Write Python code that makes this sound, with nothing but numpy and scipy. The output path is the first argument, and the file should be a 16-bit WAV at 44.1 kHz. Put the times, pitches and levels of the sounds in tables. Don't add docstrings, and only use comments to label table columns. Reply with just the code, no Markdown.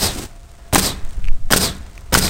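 import sys
import numpy as np
from scipy import signal
from scipy.fft import rfft, irfft
from scipy.io import wavfile
from scipy.ndimage import uniform_filter1d

SR = 44100
rng = np.random.default_rng(int(sys.argv[2]) if len(sys.argv) > 2 else 0)


def to_wav(sig):
    pcm = np.clip(np.atleast_2d(sig), -1, 1) * 32767
    pcm = np.round(pcm).astype(np.int16)
    wavfile.write(sys.argv[1], SR, pcm.T)


def nominal_scale(level):
    x = np.asarray(level, float) / 20
    return 10 ** x


N = 101297
LEAD_S = 0.25

# nose touch, driver clank, nail blow and piston return, all in seconds.
SHOT_TIMES = [
    (.7276, .7474, .7545, .7803),
    (1.5049, 1.5246, 1.5318, 1.5614),
    (2.1230, 2.1412, 2.1482, 2.1734),
]
EARLIER_RETURN_S, EARLIER_DB = -.028, 1

TOUCH_DB = [-11, -9, -18]
TOUCH_T60_S, TOUCH_HZ = 0.003, 1000
LUMP_DB, LUMP_HZ = -19, 500

# start in seconds, length in seconds, level in dB, whistle in Hz.
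VALVE_SPURTS = [(.7315, .013, -19, 8600), (.7345, .004, -22, 13500), (1.5095, .0062, -19, 8300),
                (1.519, .005, -15, 8200), (2.1262, .004, -28, 8600), (2.1305, .003, -14, 13200),
                (2.133, .007, -21, 8600)]
# centre in seconds, level in dB, speed in Hz signed by direction.
PRESSURE_SURGES = [(.7327, -7, -220), (.7375, -11, 120), (.7435, -10, -250), (.7455, -10, 250),
                   (.7468, -8, -350), (1.5145, -13, -250), (1.516, -10, 400), (1.5238, -8, -450),
                   (2.1288, -14, -300), (2.1333, -9, -400), (2.136, -9, 90), (2.1403, -9, -220),
                   (2.157, 4, -350), (1.5385, 4, -450)]
# frequency in Hz, level in dB.
VALVE_AIR = [(200, 1.5), (1200, 0.5), (3000, 2), (6000, 5), (8700, -5.5), (10500, -1.5), (16000, 0.5)]
REED_HZ, REED_DB = 8550, -3

# frequency in Hz, level in dB, 60 dB decay in seconds.
CLANK_MODES = [(8500, -3, .007), (3100, -6, .006), (6600, -8, .006), (1800, -8, .006)]
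CLANK_DB, CLANK_CRACK_DB = 7.5, -0.5
DRIVER_DB = [-18, -6, -3]
DRIVER_HZ, DRIVER_T60_S = 5050, .013

# frequency in Hz, level in dB, 60 dB decay in seconds.
BLOW_MODES = [(1500, 11.5, 0.013), (2200, 6, .012), (3550, 4, 0.0095)]
BLOW_PITCH = [.7, 0.97, 0.93]
BLOW_LAG_S, SQUEAK_DB = .0017, -9
BLOW_CRACK_DB, BLOW_CRACK_T60_S = 6, 0.031
PUSH_DB = [1.5, 1, 2.5]
PUSH_S = 0.01
# frequency in Hz, level in dB.
RATTLE_COLOUR = [(200, 4), (1200, -3.5), (3000, -4.5), (6000, -2), (8700, -3.5), (11000, -15), (16000, -12)]
RATTLE_DB, RATTLE_T60_S = -7, 0.091
# frequency in Hz, level in dB, 60 dB decay in seconds.
BOARD_MODES = [(824, 14.5, 0.02), (1513, 10.5, 0.015), (1502, 9.5, 0.015)]
# frequency in Hz, level in dB, 60 dB decay in seconds.
THUD_MODES = [(301.5, 0, 0.028), (94, -28, 0.092)]
THUD_DB = [10, 1.5, -3.5]
# frequency in Hz, level in dB, 60 dB decay in seconds.
DECK_MODES = [(71.5, -21.5, 0.72), (109, -20, 0.24), (188, -7, 0.21), (246, -28, .2), (343, -27, 0.099)]

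SUCK_DB, SUCK_S = -2, 0.00131
HEAVE_DB = [-14, -14, -5]
HEAVE_S = .007
PUFF_DB, PUFF_S, PUFF_TAIL_DB, PUFF_T60_S = -14, .0172, -13, 0.28
STOP_DB, PAWL_S, PAWL_DB = -15, .0225, -11

# time after the piston return in seconds, level in dB.
VENT_CURVE = [(.015, -39), (.03, -27.5), (.05, -18), (.075, -16), (.11, -21), (.135, -26.5), (.175, -40),
              (.22, -50), (.4, -69)]
VENT_DB = [-0.5, 1, -1]
# frequency in Hz, level in dB.
JET_COLOUR = [(100, 7), (400, -1.5), (1200, -7.5), (2800, -14), (4870, -10), (8460, -13.5), (13000, -57),
              (16000, -46)]
# frequency in Hz, width in Hz, level in dB, share of pitch lost as pressure sags.
PORT_WHISTLES = [(4914, 380, -7.5, 0.22), (8490, 840, -8.5, 0.019), (4210, 340, -11.5, 0.16),
                 (12300, 1400, -15, 0.025), (13200, 700, -25, .01)]
ROAR_DB, ROAR_HZ, FLUTTER_DB = -11.5, 350, 1
DULLING_DB, DULL_HZ = -10.5, 6540

YARD_DB, YARD_T60_S, YARD_HZ = -22, 0.69, 1940

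# time in seconds, level in dB.
SCUFF_CURVE = [(.07, -43), (.12, -28), (.165, -31), (.19, -26), (.21, -34), (.235, -28.5), (.258, -38),
               (.27, -44), (.33, -55)]
# start in seconds, level in dB, frequency in Hz.
DECK_KNOCKS = [
    (.159, -16, 253),
    (0.196, -17.5, 314),
    (0.24, -20.5, 295),
    (1.182, -27, 202),
]
# start in seconds, level in dB, frequency in Hz.
GRIT_TICKS = [(0.3965, -50, 7000), (0.517, -39, 7400), (0.537, -49.5, 2200), (.656, -42, 1640),
              (1.05, -33, 7900), (1.204, -39, 3700), (1.221, -45, 2400), (1.236, -42, 4000),
              (1.2433, -27.5, 2460), (1.253, -31, 2470), (1.2733, -29, 2470), (1.278, -37, 2400),
              (1.282, -35, 6000), (1.2825, -36, 2400), (1.2848, -22, 2470), (1.297, -43, 2400),
              (1.316, -39.5, 885), (1.491, -45, 1780), (1.75, -36, 6900), (1.768, -31, 7560),
              (1.8652, -37, 4150), (1.934, -42, 4930), (1.955, -43, 5500), (1.978, -29.5, 1980),
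              (1.9783, -37.5, 1210), (1.9785, -31.5, 2470), (2.009, -34.5, 8250), (2.074, -38.5, 2040),
              (2.244, -12.5, 2380), (2.279, -11, 2500)]
TICK_CYCLES, TICK_SNAP = 19, 0.5
GRIT_PER_S, GRIT_DB = 120, -62
# time in seconds, level in dB.
RUSTLE_CURVE = [(0, -12), (.3, 5.5), (.7, 5), (1.0, 10), (1.25, 8), (1.4, 2), (1.8, 8.5), (2.1, 5.5),
                (2.3, 12)]

# frequency in Hz, level in dB.
AIR_COLOUR = [(60, 2), (110, -8.5), (220, -19), (1400, -24), (3000, -32), (9000, -37), (10200, -48),
              (16000, -46.5)]
AIR_DB = -47.5
# frequency in Hz, level in dB.
MOTOR_HUM = [(685, -56.5), (550, -68)]
HUM_FADE_DB_PER_S = -4
# time in seconds, level in dB.
WIND_CURVE = [(0, -39), (.08, -39), (.3, -35), (.7, -40), (.95, -30), (1.13, -30), (1.19, -22), (1.33, -23),
              (1.45, -28), (1.7, -36), (2.05, -33), (2.2, -24), (2.3, -27)]
# frequency in Hz, level in dB.
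WIND_COLOUR = [(8, -5), (22, 2.5), (45, -4), (80, -9.5), (160, -23), (300, -39.5), (1000, -70)]
WIND_DB = -2
# centre in seconds, level in dB, speed in Hz signed by direction.
WIND_BUFFETS = [(1.048, -12, 14), (1.087, -16, -12), (1.173, -13, 30), (1.183, -13, -35), (1.24, -15, -16),
                (1.27, -8, -18), (1.309, -.3, 17), (1.342, -7, -11), (1.44, -10, 13), (1.472, -10, -14)]

RAIL, KNEE, COUPLING_HZ = 0.84, 4.5, 31
SQUEEZE, SQUEEZE_S = 1.26, 0.0045
PORT_RAIL, TOP, EDGE_HZ = .8, .97, 15900


def evened(x):
    return x / np.sqrt(np.mean(x ** 2) + 1e-20)


def add(mix, s, sound):
    at = round(s * SR)
    sound = sound[max(-at, 0):]
    part = mix[max(at, 0):][:len(sound)]
    part += sound[:len(part)]


def clock(length):
    return np.arange(round(length * SR)) / SR


def fade(db, t, t60):
    return nominal_scale(db - 60 * t / t60)


def noise(size):
    return rng.standard_normal(size)


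def wander(size, width):
    return evened(uniform_filter1d(noise(size), size=width))


def coloured(points, size):
    f, level = np.transpose(points)
    hz = np.fft.rfftfreq(size, 1 / SR)
    shape = nominal_scale(np.interp(np.log(hz + 1), np.log(f + 1), level))
    return evened(irfft(rfft(noise(size)) * shape, size))


def resonate(x, hz, width):
    turn = np.exp(2j * np.pi * np.cumsum(hz * np.ones(len(x))) / SR)
    r = np.exp(-np.pi * width / SR)
    return 2 * (turn * signal.lfilter([1 - r], [1, -r], x / turn + 1e-18)).real


def ring(modes, t):
    return sum(fade(db, t, t60) * np.sin(2 * np.pi * hz * rng.uniform(0.96, 1.02) * t)
               for hz, db, t60 in modes)


def rumble(modes, t):
    return sum(fade(db, t, t60) * evened(resonate(noise(len(t)), hz, 5.8)) for hz, db, t60 in modes)


def curve(points, t):
    s, level = np.transpose(points)
    return nominal_scale(np.interp(t, s, level, left=level[0], right=level[-1]))


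def gate(t, length, rise=.0012, fall=.001):
    return np.clip(t / rise, 0, 1) * np.clip((length - t) / fall, 0, 1)


def surges(table, t):
    return sum(np.sign(hz) * nominal_scale(db) * np.exp(-(4 * hz * (t - s)) ** 2) for s, db, hz in table)


def railed(x, rail, knee):
    return x / (1 + abs(x / rail) ** knee) ** (1 / knee)


def nail_blow(t, k):
    n = len(t)
    push = nominal_scale(PUSH_DB[k]) * np.minimum(t / 0.0019, 1) * np.exp(-t / PUSH_S)
    rattle = fade(RATTLE_DB, t, RATTLE_T60_S) * coloured(RATTLE_COLOUR, n)
    crack = coloured([(200, 1.5), (1400, 6), (2500, -2.0), (16000, -12.5)], n)
    crack *= fade(BLOW_CRACK_DB, t, BLOW_CRACK_T60_S)
    nail = ring(BLOW_MODES, t * BLOW_PITCH[k])
    thud = nominal_scale(THUD_DB[k]) * ring(THUD_MODES, t)
    board = ring(BOARD_MODES[k:][:1], t)
    deck = rumble(DECK_MODES, t) * np.minimum(t / 0.058, 1)
    return push + nail + thud + board + rattle + crack + deck


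def driver_clank(t, k):
    metal = ring(CLANK_MODES + [(DRIVER_HZ, DRIVER_DB[k], DRIVER_T60_S)], t)
    crack = fade(CLANK_CRACK_DB, t, .007) * coloured([(500, -3), (9000, 0), (16000, -9)], len(t))
    return nominal_scale(CLANK_DB) * (metal + crack)


def nose_touch(t, k):
    scrape = 0.38 * coloured([(800, 13), (3000, 15), (16000, -40)], len(t))
    return fade(TOUCH_DB[k], t, TOUCH_T60_S) * (np.cos(2 * np.pi * TOUCH_HZ * t) + scrape)


def stroke(mix, touch, clank, blow, k):
    t = clock(1.0)
    n = len(t)
    add(mix, touch, nose_touch(t, k))
    lumps = evened(resonate(noise(n), LUMP_HZ, 650))
    add(mix, touch, nominal_scale(LUMP_DB) * lumps * gate(t, clank - touch, 0.002))
    add(mix, clank, driver_clank(t, k))
    add(mix, blow, nominal_scale(SQUEAK_DB) * coloured(VALVE_AIR, n) * gate(t, 0.003))
    add(mix, blow + BLOW_LAG_S, nail_blow(t, k))


def valve_hiss(size, reed_hz):
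    air = coloured(VALVE_AIR, size)
    whistle = evened(resonate(noise(size), reed_hz, 770))
    return air + nominal_scale(REED_DB) * whistle


def valve_opening(mix):
    for s, length, db, hz in VALVE_SPURTS:
        t = clock(length)
        add(mix, s, nominal_scale(db) * valve_hiss(len(t), hz) * gate(t, length, .0006, .0015))
    add(mix, 0, surges(PRESSURE_SURGES, clock(N / SR)))


def piston_return(t, heave_db):
    suck = nominal_scale(SUCK_DB) * gate(t, SUCK_S, 0.00048, 0.00055)
    heave = nominal_scale(heave_db) * np.minimum(t / 0.00068, 1) * np.exp(-t / HEAVE_S)
    late = np.maximum(t - PUFF_S, 0)
    opening = gate(t, PUFF_S + 0.0016, 0.0004) + (late > 0) * fade(PUFF_TAIL_DB, late, PUFF_T60_S)
    puff = nominal_scale(PUFF_DB) * opening * valve_hiss(len(t), REED_HZ)
    stop = fade(STOP_DB, late, 0.029) * np.sin(2 * np.pi * 420 * late)
    pawl = (t > PAWL_S) * fade(PAWL_DB, t - PAWL_S, 0.0072) * coloured(RATTLE_COLOUR, len(t))
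    return puff - suck - heave - stop + pawl


def port_jet(t):
    n = len(t)
    spent = np.clip((t - .085) / 0.042, 0, 1)
    white = noise(n)
    jet = coloured(JET_COLOUR, n)
    for hz, width, db, sag in PORT_WHISTLES:
        jet += nominal_scale(db) * evened(resonate(white, hz * (1 - sag * spent), width))
    treble = signal.sosfilt(signal.butter(2, DULL_HZ, "high", fs=SR, output="sos"), jet)
    low = signal.sosfilt(signal.butter(2, DULL_HZ, fs=SR, output="sos"), jet)
    jet = low - treble * nominal_scale(DULLING_DB * spent ** 2)
    roar = coloured([(60, -6), (ROAR_HZ, 0), (2000, -14), (16000, -50)], n)
    return evened(jet + nominal_scale(ROAR_DB) * roar)


def exhaust(mix, back, vent_db, heave_db):
    t = clock(0.23)
    piston = piston_return(t, heave_db)
    vent = nominal_scale(vent_db) * curve(VENT_CURVE, t) * port_jet(t)
    flutter = nominal_scale(FLUTTER_DB * wander(len(t), 150))
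    add(mix, back, piston + vent * flutter)


def capsule(x):
    held = railed(x, RAIL, KNEE)
    r = np.exp(-1 / (SQUEEZE_S * SR))
    held = held / (1 + SQUEEZE * signal.lfilter([1 - r], [1, -r], held ** 2))
    return signal.lfilter([1, -1], [1, -np.exp(-2 * np.pi * COUPLING_HZ / SR)], held)


def yard(x):
    t = clock(.9)
    tail = coloured([(100, 0), (300, -2), (550, -12), (900, -6), (YARD_HZ, -3), (4000, -16),
                     (9000, -26), (16000, -50)], len(t))
    tail *= fade(0, t, YARD_T60_S) * np.clip(t / 0.018, 0, 1)
    return nominal_scale(YARD_DB) * signal.fftconvolve(x, tail / np.linalg.norm(tail))[:len(x)]


def shingle_scuff(t):
    grain = nominal_scale(2.2 * wander(N, 200))
    return curve(SCUFF_CURVE, t) * grain * coloured(
        [(100, 17.5), (1500, 0.5), (4500, -0.5), (8800, 1.0), (10500, -9.0), (16000, -9)], N)


def knocks_and_ticks():
    t, out = clock(0.078), np.zeros(N)
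    for s, db, hz in DECK_KNOCKS:
        add(out, s, fade(db, t, 0.022) * np.sin(2 * np.pi * hz * t))
    for s, db, hz in GRIT_TICKS:
        snap = coloured([(hz / 5, -14), (hz / 2, -5), (hz, 0), (2 * hz, -8), (20000, -26)], len(t))
        snap *= TICK_SNAP * fade(0, t, 0.0084)
        tone = fade(0, t, TICK_CYCLES / hz) * np.sin(2 * np.pi * hz * t)
        add(out, s, nominal_scale(db) * (tone + snap))
    return out


def gear_grit(t):
    grains = (rng.random(N) < GRIT_PER_S / SR) * nominal_scale(GRIT_DB + 2.7 * np.minimum(rng.exponential(1, N), 2))
    bursts = signal.oaconvolve(grains, fade(0, clock(0.078), 0.0053))[:N]
    return bursts * curve(RUSTLE_CURVE, t) ** 1.97 * coloured(
        [(600, -24), (1500, 7), (5000, 5.0), (8800, 9.5), (12000, -10.0), (16000, 0)], N)


def outdoor_air(t):
    return nominal_scale(AIR_DB + 2.0 * wander(N, 600)) * coloured(AIR_COLOUR, N) * curve(RUSTLE_CURVE, t)


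def motor_hum(t):
    return sum(nominal_scale(db + HUM_FADE_DB_PER_S * t)
               * (np.sin(2 * np.pi * hz * t) + 1.04 * evened(resonate(noise(N), hz, 11.0)))
               for hz, db in MOTOR_HUM)


def wind(t):
    return nominal_scale(WIND_DB) * curve(WIND_CURVE, t) * coloured(WIND_COLOUR, N) + surges(WIND_BUFFETS, t)


def scene():
    lead = round(LEAD_S * SR)
    gun = np.zeros(N + lead)
    exhaust(gun, EARLIER_RETURN_S + LEAD_S, EARLIER_DB, -60)
    for k, (touch, clank, blow, back) in enumerate(SHOT_TIMES):
        stroke(gun, touch + LEAD_S, clank + LEAD_S, blow + LEAD_S, k)
        exhaust(gun, back + LEAD_S, VENT_DB[k], HEAVE_DB[k])
    valve_opening(gun[lead:])
    gun = capsule(gun)
    nailer = (gun + yard(gun))[lead:]
    t = clock(N / SR)
    around = shingle_scuff(t) + knocks_and_ticks() + gear_grit(t)
    around += outdoor_air(t) + motor_hum(t) + wind(t)
    return (nailer + railed(around, PORT_RAIL, knee=15))[None]


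def top_cut(x):
    return signal.sosfilt(signal.butter(12, 16550, fs=SR, output="sos"), x)


def record(dry):
    band = signal.firwin(255, EDGE_HZ, window=("kaiser", 8), fs=SR)
    mix = signal.oaconvolve(railed(dry, TOP, 8.), band[None], "same")
    return top_cut(mix)


dry = scene()
out = record(dry)
to_wav(out)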